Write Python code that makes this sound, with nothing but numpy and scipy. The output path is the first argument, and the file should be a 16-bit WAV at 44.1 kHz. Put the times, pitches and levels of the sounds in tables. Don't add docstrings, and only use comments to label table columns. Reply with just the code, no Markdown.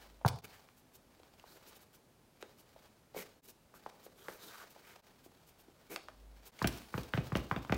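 import sys
import numpy as np
from scipy import signal
from scipy.fft import rfft, irfft, next_fast_len
from scipy.io import wavfile

SR = 44100
rng = np.random.default_rng(int(sys.argv[2]) if len(sys.argv) > 2 else 0)


def transcribe(u):
    v = np.clip(np.atleast_2d(u).T, -1, 1)
    q = np.round(v * 32767).astype(np.int16)
    wavfile.write(sys.argv[1], SR, q)


N = 342657

# (frequency [Hz], level [dB])
AIR_TONE = [(15, -38), (28, -1), (52, -7), (100, -5), (160, -6.5), (245, -5), (300, -9.5), (420, -9.5),
            (800, -14), (1780, -22), (4000, -25.5), (8000, -28.5), (15800, -31)]
# (middle [s], half length [s], level [dB])
HUM_SWELLS = [(0.186, 0.14, -63), (6.295, 0.1, -55.5)]
# (time [s], level [dB])
RUSTLE_CURVE = [(0, -58), (.15, -73), (1.0, -76), (1.7, -62), (2.15, -90), (2.85, -67), (3.05, -83),
                (3.65, -87), (3.88, -64), (4.1, -70.5), (4.95, -64), (5.3, -73.5), (6.3, -72.5),
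                (6.7, -56.5), (6.9, -64.5), (7.2, -56), (7.77, -65)]
# (frequency [Hz], level [dB])
FABRIC_TONE = [(80, -7.5), (250, -2.5), (600, 5), (1300, 1.5), (2000, -1), (3200, -4), (4500, -3.5),
               (7000, -10), (11000, -16), (16000, -8.5)]

# (time [s], level [dB], pitch [Hz], tick level [dB])
LACE_SNAPS = [(.213, -45, 704, -67), (.2492, -26.5, 565, -66), (.2615, -22.5, 980, -54),
              (.688, -52.5, 1320, -50), (1.199, -51, 544, -57), (1.233, -54, 1130, -50),
              (1.397, -62, 2500, -42.5), (1.440, -46, 814, -66), (2.4256, -37.5, 1700, -34),
              (2.4275, -39, 500, -56), (2.762, -48, 680, -68), (3.146, -37, 610, -49),
              (3.164, -36, 526, -50), (3.740, -47.5, 1290, -62), (3.862, -32.5, 990, -57),
              (3.899, -55, 1500, -47), (4.064, -44, 515, -51), (4.2838, -31.5, 1700, -37.5),
              (4.2865, -36.5, 530, -57), (4.640, -50, 554, -57), (4.762, -45, 664, -58),
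              (4.961, -49, 1010, -43.5), (5.261, -49.5, 360, -60), (5.682, -49, 377, -61),
              (5.9610, -31.5, 1410, -23.5), (6.0850, -37, 1340, -43), (6.5912, -65, 1100, -36),
              (7.649, -38, 1147, -43.5)]
# (frequency [Hz], level [dB])
TICK_TONE = [(400, -30), (1200, -18), (2300, 9), (3200, 6.5), (4600, 4), (6500, -4), (9000, -6),
             (16000, -26)]
# (frequency [Hz], level [dB])
LEATHER_TONE = [(100, -7.5), (250, -2.5), (420, 3), (580, 4), (800, 5.5), (1050, -3.5), (1500, -8.5),
                (2200, -14), (4000, -20.5), (10000, -37)]

# (time [s], slap [dB], pitch [Hz], attack [cycles], thump [dB], crack [dB])
SOLE_HITS = [(0.2481, -18, 953, 1.33, -20, -54), (6.6168, -25, 1120, 1.8, -34.5, -46),
             (6.9407, -27, 1280, 1.22, -33.5, -58), (7.1369, -18, 1720, .7, -29.5, -36),
             (7.3200, -31.5, 1210, 1.25, -30, -48), (7.5125, -19, 1190, 1.1, -33.5, -34.5),
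             (7.6960, -27, 1430, 1.06, -31.5, -56)]
# (frequency [Hz], level [dB])
CRACK_TONE = [(400, -47), (1500, -10.5), (2500, 23), (4000, 6), (6000, -3), (9000, -21.5), (16000, -6)]
# (time [s], level [dB])
SCUFF_HITS = [(.262, -32), (.2793, -26.5), (.2850, -25.5), (.359, -50), (.387, -47), (6.625, -32.5),
              (6.6728, -21), (6.783, -47), (6.981, -42.5), (7.033, -42.5), (7.361, -37.5), (7.370, -34),
              (7.744, -37)]
# (frequency [Hz], level [dB])
GRIT_TONE = [(300, -14), (1500, -3.5), (3500, 5.5), (5500, 6.5), (8000, -2), (11000, -1.5), (13000, -8),
             (16000, 3)]

# (middle [s], half length [s], rasp [dB], pitch [Hz], tension [0-1])
LACE_PULLS = [(0.448, 0.0073, -53.5, 2280, 0.72), (.547, .015, -58.5, 1800, .25),
              (1.524, 0.044, -66.5, 4100, 0.81), (2.416, 0.0049, -59, 2500, 0.56),
              (3.195, 0.028, -51.5, 2150, 0.83), (3.762, 0.016, -64.5, 1360, 0.74),
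              (4.214, 0.041, -68, 3400, 0.83), (4.318, 0.048, -59, 1280, 0.66),
              (4.455, 0.04, -57, 3740, 0.64), (4.58, 0.046, -53.5, 1330, .15),
              (4.891, 0.049, -63, 2000, 0.42), (5.926, 0.018, -54.5, 2270, 1), (6.716, .11, -59, 2580, 0.5),
              (6.979, 0.043, -63, 4430, 0.94)]
# (time [s], hiss level [dB])
LACE_FLICKS = [(.788, -67), (.952, -61), (1.685, -60.5), (1.764, -62.5), (1.825, -67.5), (1.947, -64),
               (2.598, -63.5), (3.45, -62), (3.494, -57), (4.051, -59), (4.714, -62), (5.254, -64),
               (5.486, -64.5), (5.604, -64.5), (5.955, -59), (6.471, -56.5)]
# (frequency [Hz], level [dB])
HISS_TONE = [(800, -41), (2500, -2), (4000, 1), (6500, 2), (9500, -1), (12000, 2), (14500, 6),
             (16000, -1.5)]
# (frequency [Hz], level [dB])
RASP_TONE = [(150, -29), (500, -16), (900, 4.5), (1400, 10.5), (2300, -2), (4500, -6), (7000, -7.5),
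             (12000, -18)]
# (frequency [Hz], level [dB])
SHAFT_TONE = [(60, -33), (120, -21), (180, -10), (290, -6.5), (390, 1.5), (560, -9.5), (800, -15),
              (1900, -23.5), (2280, -20), (2750, -26), (5000, -45)]

# (time [s], level [dB])
METAL_HITS = [(6.591, -73), (6.673, -72)]
# (frequency [Hz], relative level [dB], t60 [s])
METAL_MODES = [(9670, -2, 2.4), (9610, -3, 1.6), (5280, -4, 0.8), (4530, 5, .9)]
# (time [s], strength [dB], pitch [Hz], thump [dB])
HEEL_HITS = [(6.6436, -18.5, 1536, -27.5), (6.9781, -28.5, 1170, -38), (7.175, -25.5, 1310, -26.5),
             (7.3532, -20, 1310, -31.5), (7.5621, -27, 1500, -34.5), (7.7228, -18.5, 1340, -35)]
# (frequency [Hz], relative level [dB], t60 [s])
HEEL_CUP_MODES = [(2330, -27, 0.08), (2480, -31, 0.15), (2729, -29, .08)]

# (frequency [Hz], relative level [dB], t60 [s])
FLOOR_RESONANCES = [(59.5, 10.5, 0.44), (93, -1, 0.46), (128, -20, 0.19), (157, -9, 0.36), (207, -16, 0.33),
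                    (240, 3, .3)]
# (delay [s], gain [ratio])
ECHO_TAPS = [(.0013, 0.12), (.0029, -0.13), (.0047, 0.049), (.0083, -.1), (0.0126, 0.12)]
# (time [s], level [dB])
REVERB_SEND = [(0, 0.5), (.42, -4.5), (.44, -3), (7.77, -2)]
# (frequency [Hz], t60 [s])
REVERB_DECAY = [(80, 0.22), (250, .5), (700, .5), (2000, 0.25), (5000, 0.67), (14000, 0.04)]
# (frequency [Hz], level [dB])
REVERB_TONE = [(60, 1), (200, -5.5), (500, -5), (1000, -8), (2500, -6.5), (5000, -7.5), (14000, -7)]
# (time [s], half width [s])
LEVEL_DIPS = [(0.415, 0.028), (3.415, .04), (5.018, 0.034), (6.514, 0.02)]


def amp(db):
    return 10 ** (np.asarray(db) / 20)


def unit_rms(x):
    return x / np.sqrt(np.mean(x ** 2) + 1e-20)


def curve_at(points, hz):
    point_hz, value = np.transpose(points)
    return np.interp(np.log(hz + 1), np.log(point_hz + 1), value)


def clock(size):
    return np.arange(size) / SR


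def fader(curve):
    return amp(np.interp(clock(N), *np.transpose(curve)))


def swell(s, half):
    return np.exp(-((clock(N) - s) / half) ** 2 / 2)


def add(mix, s, sound):
    part = mix[max(round(s * SR), 0):][:len(sound)]
    part += sound[:len(part)]


def colour(x, tone):
    gains = amp(curve_at(tone, np.fft.rfftfreq(2048, 1 / SR)))
    cepstrum = irfft(np.log(gains))
    causal = np.r_[cepstrum[0], 2 * cepstrum[1:1024]]
    taps = irfft(np.exp(rfft(causal, 2048)))
    return signal.oaconvolve(x, taps / np.linalg.norm(taps))[:len(x)]


def drift(hz):
    size = next_fast_len(N, real=True)
    lowpass = np.exp(-(np.fft.rfftfreq(size, 1 / SR) / hz) ** 2)
    return unit_rms(irfft(rfft(rng.standard_normal(size)) * lowpass, size)[:N])


def friction(per_s, spread_db, hiss, flutter_db):
    sizes = amp(spread_db * np.minimum(rng.exponential(1, N), 2.8))
    clicks = (rng.random(N) < per_s / SR) * rng.choice([-1, 1], N) * sizes
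    texture = unit_rms(clicks) + hiss * rng.standard_normal(N)
    return unit_rms(texture * amp(flutter_db * np.tanh(drift(40))))


def knock(hz, cycles, sag, size=6000):
    age = clock(size) * hz / cycles
    turns = cycles * (1 + sag) / sag * np.log1p(sag * age)
    return (age * np.exp(1 - age)) ** 2 * np.sin(2 * np.pi * turns)


def burst(decay_s, tone, size=3000):
    puff = colour(rng.standard_normal(size) * np.exp(-clock(size) / decay_s), tone)
    return 0.68 * puff / np.sqrt(np.sum(puff ** 2) / (decay_s * SR / 2))


def ring(modes, size):
    t = clock(size)
    return sum(amp(db - 60 * t / t60) * np.sin(2 * np.pi * hz * t) for hz, db, t60 in modes)


def room_tone(air_db=-67, hum_hz=51):
    swells = sum(amp(db) * swell(s, half) for s, half, db in HUM_SWELLS)
    hum = np.sqrt(2) * swells * np.sin(2 * np.pi * hum_hz * clock(N))
    return amp(air_db) * colour(rng.standard_normal(N), AIR_TONE) + hum


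def cloth(sleeve_db=-9, lag_s=0.039):
    sleeves = sum(amp(db + sleeve_db) * swell(s + lag_s, half=0.06) for s, _, db, _, _ in LACE_PULLS)
    fibres = friction(per_s=500, spread_db=6, hiss=1.6, flutter_db=5.5)
    return colour(fibres * np.hypot(fader(RUSTLE_CURVE), sleeves), FABRIC_TONE)


def snaps(tick_s=0.0015, creak_s=0.011):
    out = np.zeros(N)
    for s, db, hz, tick_db in LACE_SNAPS:
        grit = burst(tick_s, TICK_TONE)
        click = colour(signal.unit_impulse(len(grit)), TICK_TONE)
        add(out, s, amp(tick_db) * (0.85 * click + 0.58 * grit))
        add(out, s, amp(db) * knock(hz, cycles=1.16, sag=0.47))
        add(out, s, amp(db - 10) * burst(creak_s, LEATHER_TONE))
        add(out, s + 0.0018, amp(db - 13) * knock(hz=500, cycles=0.55, sag=0.35))
    return out


def footfalls(sole_body_db=-32, sole_weight_db=-49, sole_thump_hz=117.5, heel_thump_hz=143):
    for s, db, hz, cycles, thump_db, crack_db in SOLE_HITS:
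        yield s, db, hz, cycles, sole_body_db, thump_db, sole_thump_hz, crack_db, sole_weight_db
    for s, db, hz, thump_db in HEEL_HITS:
        slap_db, crack_db, weight_db, cycles = db - 5.5, db - 6.5, db - 15, 1.4
        yield s, slap_db, hz, cycles, db, thump_db, heel_thump_hz, crack_db, weight_db


def boots(crack_s=0.0021, tread_s=0.012, low_cut_hz=62, floor_ring_db=-76):
    slaps, thumps = np.zeros(N), np.zeros(N)
    for s, slap_db, hz, cycles, body_db, thump_db, thump_hz, crack_db, weight_db in footfalls():
        add(slaps, s, amp(slap_db) * knock(hz, cycles, sag=0.16))
        add(slaps, s, amp(slap_db - 9.5) * knock(1.587 * hz, 2 * cycles, sag=0.057))
        add(slaps, s, amp(crack_db) * burst(crack_s, CRACK_TONE))
        add(slaps, s + 0.0015, amp(body_db - 9) * knock(0.481 * hz, cycles=1, sag=0.42))
        tread_gain = amp(-15) * (amp(body_db) + amp(slap_db) / 2)
        add(slaps, s + 0.00199, tread_gain * burst(tread_s, LEATHER_TONE))
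        add(thumps, s + 0.0023, amp(body_db) * knock(hz=265, cycles=0.49, sag=0.25))
        add(thumps, s + 0.0031, amp(weight_db) * knock(hz=60, cycles=1.22, sag=0.021, size=12000))
        add(thumps, s + 0.0036, amp(thump_db) * knock(thump_hz, cycles=1.09, sag=0.2))
    thumps = signal.lfilter(*signal.butter(1, low_cut_hz, "high", fs=SR), thumps)
    floor_ring = signal.oaconvolve(thumps, ring(FLOOR_RESONANCES, size=30000))[:N]
    return slaps + thumps + amp(floor_ring_db) * floor_ring


def scuffs(hits, attack_s=0.000067, decay_s=0.0032):
    out = np.zeros(N)
    for s, db in hits:
        scrape = burst(decay_s, GRIT_TONE)
        attack = 1 - np.exp(-clock(len(scrape)) / attack_s)
        add(out, s, amp(db) * scrape * attack)
    return out


def lace_strokes(flick_half_s=0.014, flick_hz=2800):
    for s, half, rasp_db, hz, tension in LACE_PULLS:
        hiss_db = rasp_db + np.interp(tension, [0, 1], [-10, 3])
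        shaft_db = rasp_db + np.interp(tension, [0, 1], [-24.5, 7.5])
        yield s, half, hiss_db, rasp_db, hz, shaft_db, tension
    for s, hiss_db in LACE_FLICKS:
        rasp_db, shaft_db, tension = hiss_db - 9.5, hiss_db - 8, 0
        yield s, flick_half_s, hiss_db, rasp_db, flick_hz, shaft_db, tension


def laces(slack_q=3.1, tension_q=3.8):
    slip = friction(per_s=3000, spread_db=5.0, hiss=0.84, flutter_db=1.7)
    drag = friction(per_s=1700, spread_db=-1.5, hiss=0.63, flutter_db=5.5)
    hiss, scrape, shaft = colour(slip, HISS_TONE), colour(drag, RASP_TONE), colour(slip, SHAFT_TONE)
    out = np.zeros(N)
    for s, half, hiss_db, rasp_db, rasp_hz, shaft_db, tension in lace_strokes():
        at = np.arange(max(int((s - 2 * half) * SR), 0), min(int((s + 2 * half) * SR), N))
        envelope = np.exp(-abs((at / SR - s) / half) ** 3 / 2) * signal.windows.tukey(len(at), 0.2)
        q = slack_q + tension_q * tension ** 2
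        ribs = unit_rms(signal.lfilter(*signal.iirpeak(rasp_hz, q, SR), drag[at]))
        rasp = unit_rms(ribs + 0.76 * scrape[at])
        out[at] += envelope * (amp(hiss_db) * hiss[at] + amp(rasp_db) * rasp + amp(shaft_db) * shaft[at])
    return out


def metal_jingle():
    out, ping = np.zeros(N), ring(METAL_MODES, size=50000)
    for s, db in METAL_HITS:
        add(out, s, amp(db) * ping)
    return out


def heel_ring():
    out, cup = np.zeros(N), ring(HEEL_CUP_MODES, size=8000)
    for s, db, _, _ in HEEL_HITS:
        add(out, s + 0.002, amp(db) * cup)
    return out


def rattle_hits(count=4, within_s=0.18, below_db=25.5, spread_db=17):
    for s, db, _, _ in HEEL_HITS:
        for late, weak in rng.random((count, 2)):
            yield s + within_s * late, db - below_db - spread_db * weak


def early_echoes(x):
    out = x.copy()
    for delay, gain in ECHO_TAPS:
        add(out, delay, gain * x)
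    return out


def reverb(x, predelay_s=0.0035, echoes_per_s=4000, size=32768):
    taps = rng.choice([-1., 1.], size) * (rng.random(size) < echoes_per_s / SR)
    taps *= clock(size) > predelay_s
    hz, t, bands = signal.stft(unit_rms(taps), SR, nperseg=256)
    t60 = curve_at(REVERB_DECAY, hz)[:, None]
    decay = amp(curve_at(REVERB_TONE, hz)[:, None] - 60 * t / t60)
    energy_trim = np.sqrt(np.log(1e6) / (t60 * SR))
    _, tail = signal.istft(bands * decay * energy_trim, SR, nperseg=256)
    return signal.oaconvolve(x, tail)[:N]


def scene():
    steps = boots() + heel_ring()
    clicks = snaps()
    rubbing = laces() + cloth() + scuffs([*SCUFF_HITS, *rattle_hits()])
    send = fader(REVERB_SEND) * (amp(2) * steps + clicks + amp(-2) * rubbing)
    return (early_echoes(steps + rubbing) + clicks + metal_jingle() + reverb(send) + room_tone())[None]


def record(dry, high_cut_hz=15950):
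    for s, half in LEVEL_DIPS:
        opening = np.minimum(abs(clock(N) - s) / half, 1)
        dry = dry * np.sin(np.pi / 2 * opening) ** 1.06
    high_cut = signal.firwin(511, high_cut_hz, window=("kaiser", 9), fs=SR)
    return signal.oaconvolve(dry, high_cut[None], "same")


dry = scene()
out = record(dry)
transcribe(out)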